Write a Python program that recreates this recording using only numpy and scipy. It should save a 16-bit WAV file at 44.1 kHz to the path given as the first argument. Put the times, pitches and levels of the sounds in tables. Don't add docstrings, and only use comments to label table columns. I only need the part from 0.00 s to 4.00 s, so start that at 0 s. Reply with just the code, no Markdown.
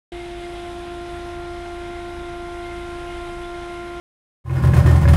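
import sys
import numpy as np
from scipy import signal
from scipy.fft import rfft, irfft
from scipy.io import wavfile

SR = 44100
rng = np.random.default_rng(int(sys.argv[2]) if len(sys.argv) > 2 else 0)


def materialize(psi):
    bounded = np.clip(np.atleast_2d(psi).T, -1, 1)
    quanta = np.round(bounded * 32767).astype(np.int16)
    wavfile.write(sys.argv[1], SR, quanta)


N = 176400
t = np.arange(N) / SR


def undb(db):
    return 10 ** (np.asarray(db) / 20)


def curve(table, column=1):
    rows = np.array(table)
    return np.interp(t, rows[:, 0], rows[:, column])


def noise(gain):
    hz = np.maximum(np.arange(N // 2 + 1) * SR / N, 1)
    return irfft(rfft(rng.standard_normal(N)) * gain(hz), N)


def wander(rate):
    path = signal.resample_poly(rng.standard_normal(1024), up=8, down=1)
    return np.interp(t * rate * 8 + 64, np.arange(len(path)), path)


def tone(cycles, db):
    return np.sqrt(2) * undb(db) * np.sin(2 * np.pi * (cycles + rng.random()))


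def resonance(hz, width_hz):
    ring = noise(lambda f: 1 / (1 + (2 * (f - hz) / width_hz) ** 4))
    return ring / ring.std()


# pitch in Hz, level in dB.
WHINE_TONES = [(7910, -81), (9884, -74), (10121, -75.5)]

def whine(wander_db=2):
    return sum(tone(hz * t, db + wander_db * wander(6)) for hz, db in WHINE_TONES)


# middle in seconds, pitch in Hz, level at the middle in dB.
SQUEAK_EVENTS = [(3.09, 2860, -48.5), (3.105, 2140, -45), (3.46, 3460, -49)]

def squeaks(fade_s=.021):
    out = 0
    for middle_s, hz, db in SQUEAK_EVENTS:
        swell = np.exp(-((t - middle_s) / fade_s) ** 2 / 2)
        out += undb(db) * swell * resonance(hz, width_hz=42)
    return out


# time in seconds, level in dB before the trim.
SING_LEVELS = [(.12, -46.5), (.55, -50), (1.05, -68), (1.6, -50.5), (2.45, -49.5), (2.7, -43.5),
               (2.95, -50.5), (4, -48.5)]
# pitch in Hz, width in Hz, level in dB.
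DUCT_WHISPERS = [(4985, 64, -67.5), (5225, 100, -71)]

def ducts(sing_trim_db=-2):
    sing = resonance(hz=2108, width_hz=61) * undb(curve(SING_LEVELS) + sing_trim_db)
    whispers = sum(undb(db) * resonance(hz, width) for hz, width, db in DUCT_WHISPERS)
    return sing + whispers


# frequency in Hz, level in dB per Hz before trim and boosts.
AIR_COLOUR = [(15, -98), (45, -61), (70, -68), (130, -69.5), (200, -71), (300, -74), (375, -73.5),
              (440, -79.5), (520, -78), (690, -73.5), (850, -73), (1000, -79), (1300, -79), (1600, -77.5),
              (2000, -77.5), (2400, -80.5), (2850, -81), (3600, -81), (4400, -89.5), (5500, -91),
              (7300, -95), (9000, -93), (10100, -95.5), (10400, -101), (10800, -93.5), (12000, -103.5)]
# time in seconds, boost in dB.
HISS_BOOST = [(.12, 3), (.7, 2), (1.3, -0.5), (2.3, -1.2), (3.1, 1), (4, -1)]
# time in seconds, boost in dB.
TREBLE_BOOST = [(.12, 0.7), (.75, 1), (1.4, -.4), (2.3, -1), (2.8, 1), (3.5, 0.5), (4, -1)]
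TOP_HZ = 11800

def rushing_air(trim_db=-.5, hiss_hz=3420, hiss_octaves=.33, treble_hz=6500):
    hz, db = np.array(AIR_COLOUR).T
    swell_db = .4 * wander(7.1)
    out = 0
    for centre_hz in TOP_HZ / np.sqrt(2) ** np.arange(20):
        def band_gain(f):
            colour = undb(np.interp(np.log(f), np.log(hz), db))
            distance = np.clip(2 * np.log2(f / centre_hz), -1, 1)
            return colour * np.cos(np.pi / 2 * distance)

        hiss_share = np.exp(-(np.log2(centre_hz / hiss_hz) / hiss_octaves) ** 2 / 2)
        hiss_db = hiss_share * curve(HISS_BOOST)
        treble_db = curve(TREBLE_BOOST) if centre_hz > treble_hz else 0
        band = noise(band_gain)
        flicker_db = .79 * wander(18)
        out += band * undb(trim_db + swell_db + hiss_db + treble_db + flicker_db)
    return out * np.sqrt(SR / 2)


# pitch in Hz, level in dB, drift in dB.
THROB_TONES = [(26.8, -45, 2.5), (53.7, -44.5, 0.5), (48.77, -49, 2), (132.8, -53.5, 2),
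               (144.8, -59.5, 2.5), (215.7, -62.5, 2), (240.2, -62.5, 4)]
# time in seconds, level in dB.
BOOM_LEVELS = [(.12, -52), (.45, -56), (.65, -49.5), (1.35, -43), (1.65, -45.5), (2, -44.5), (3.05, -45),
               (3.45, -51), (4, -55)]

def engine_and_motor(boom_hz=80.6):
    hum = 0
    for hz, db, drift_db in THROB_TONES:
        cycles = hz * t + .046 * wander(3.04)
        hum += tone(cycles, db + drift_db * wander(2.06))
    boom = tone(boom_hz * t + .035 * wander(3.13), curve(BOOM_LEVELS))
    return hum + boom


# time in seconds, then the levels of its four tones in dB, lowest first.
BLADE_HUM = [(0.15, -33.5, -41, -68, -58), (0.67, -34.5, -39, -48.5, -50.5),
             (1.48, -33.5, -38.5, -47.5, -44.5), (1.62, -34, -38.5, -49.5, -47.5),
             (2.89, -33.5, -39, -44.5, -44), (3.92, -34, -39.5, -44, -43.5), (3.97, -34, -39.5, -43, -42.5)]
STRONG_MULTIPLES = [5, 8, 19, 26, 27, 30, 32, 34, 37, 39, 41, 42, 43, 44, 50, 53, 54, 57, 60, 63]
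STRONG_LEVELS = [-60, -66.5, -64.5, -62, -69, -64.5, -63, -70.5, -63.5, -67.5, -68, -62.5, -62, -70, -65.5,
                 -71, -65.5, -66.5, -67, -72.5]

def blower(blades=6, shaft_hz=58.045, sag_hz_per_s=.004):
    speed_hz = shaft_hz - sag_hz_per_s * (t - t.mean())
    wobble = 1 + .0003 * wander(10)
    turns = np.cumsum(speed_hz * wobble) / SR
    out = 0
    for k, flutter_db in enumerate([.28, .82, .74, .5], 1):
        out += tone(k * blades * turns, curve(BLADE_HUM, column=k) + flutter_db * wander(22))
    strong_db = dict(zip(STRONG_MULTIPLES, STRONG_LEVELS))
    for k in range(5, 73):
        faint_db = rng.normal(-75, 3)
        out += tone(k * turns, strong_db.get(k, faint_db) + 3.5 * wander(2.036))
    return out


def scene():
    return (whine() + squeaks() + ducts() + rushing_air() + engine_and_motor() + blower())[None]


def record(dry):
    start_s, fade_s = .119, .002
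    opened = np.clip((t - start_s) / fade_s, 0, 1)
    treble_cut = signal.ellip(10, .2, 80, TOP_HZ, fs=SR, output="sos")
    return signal.sosfilt(treble_cut, dry * opened)


dry = scene()
out = record(dry)
materialize(out)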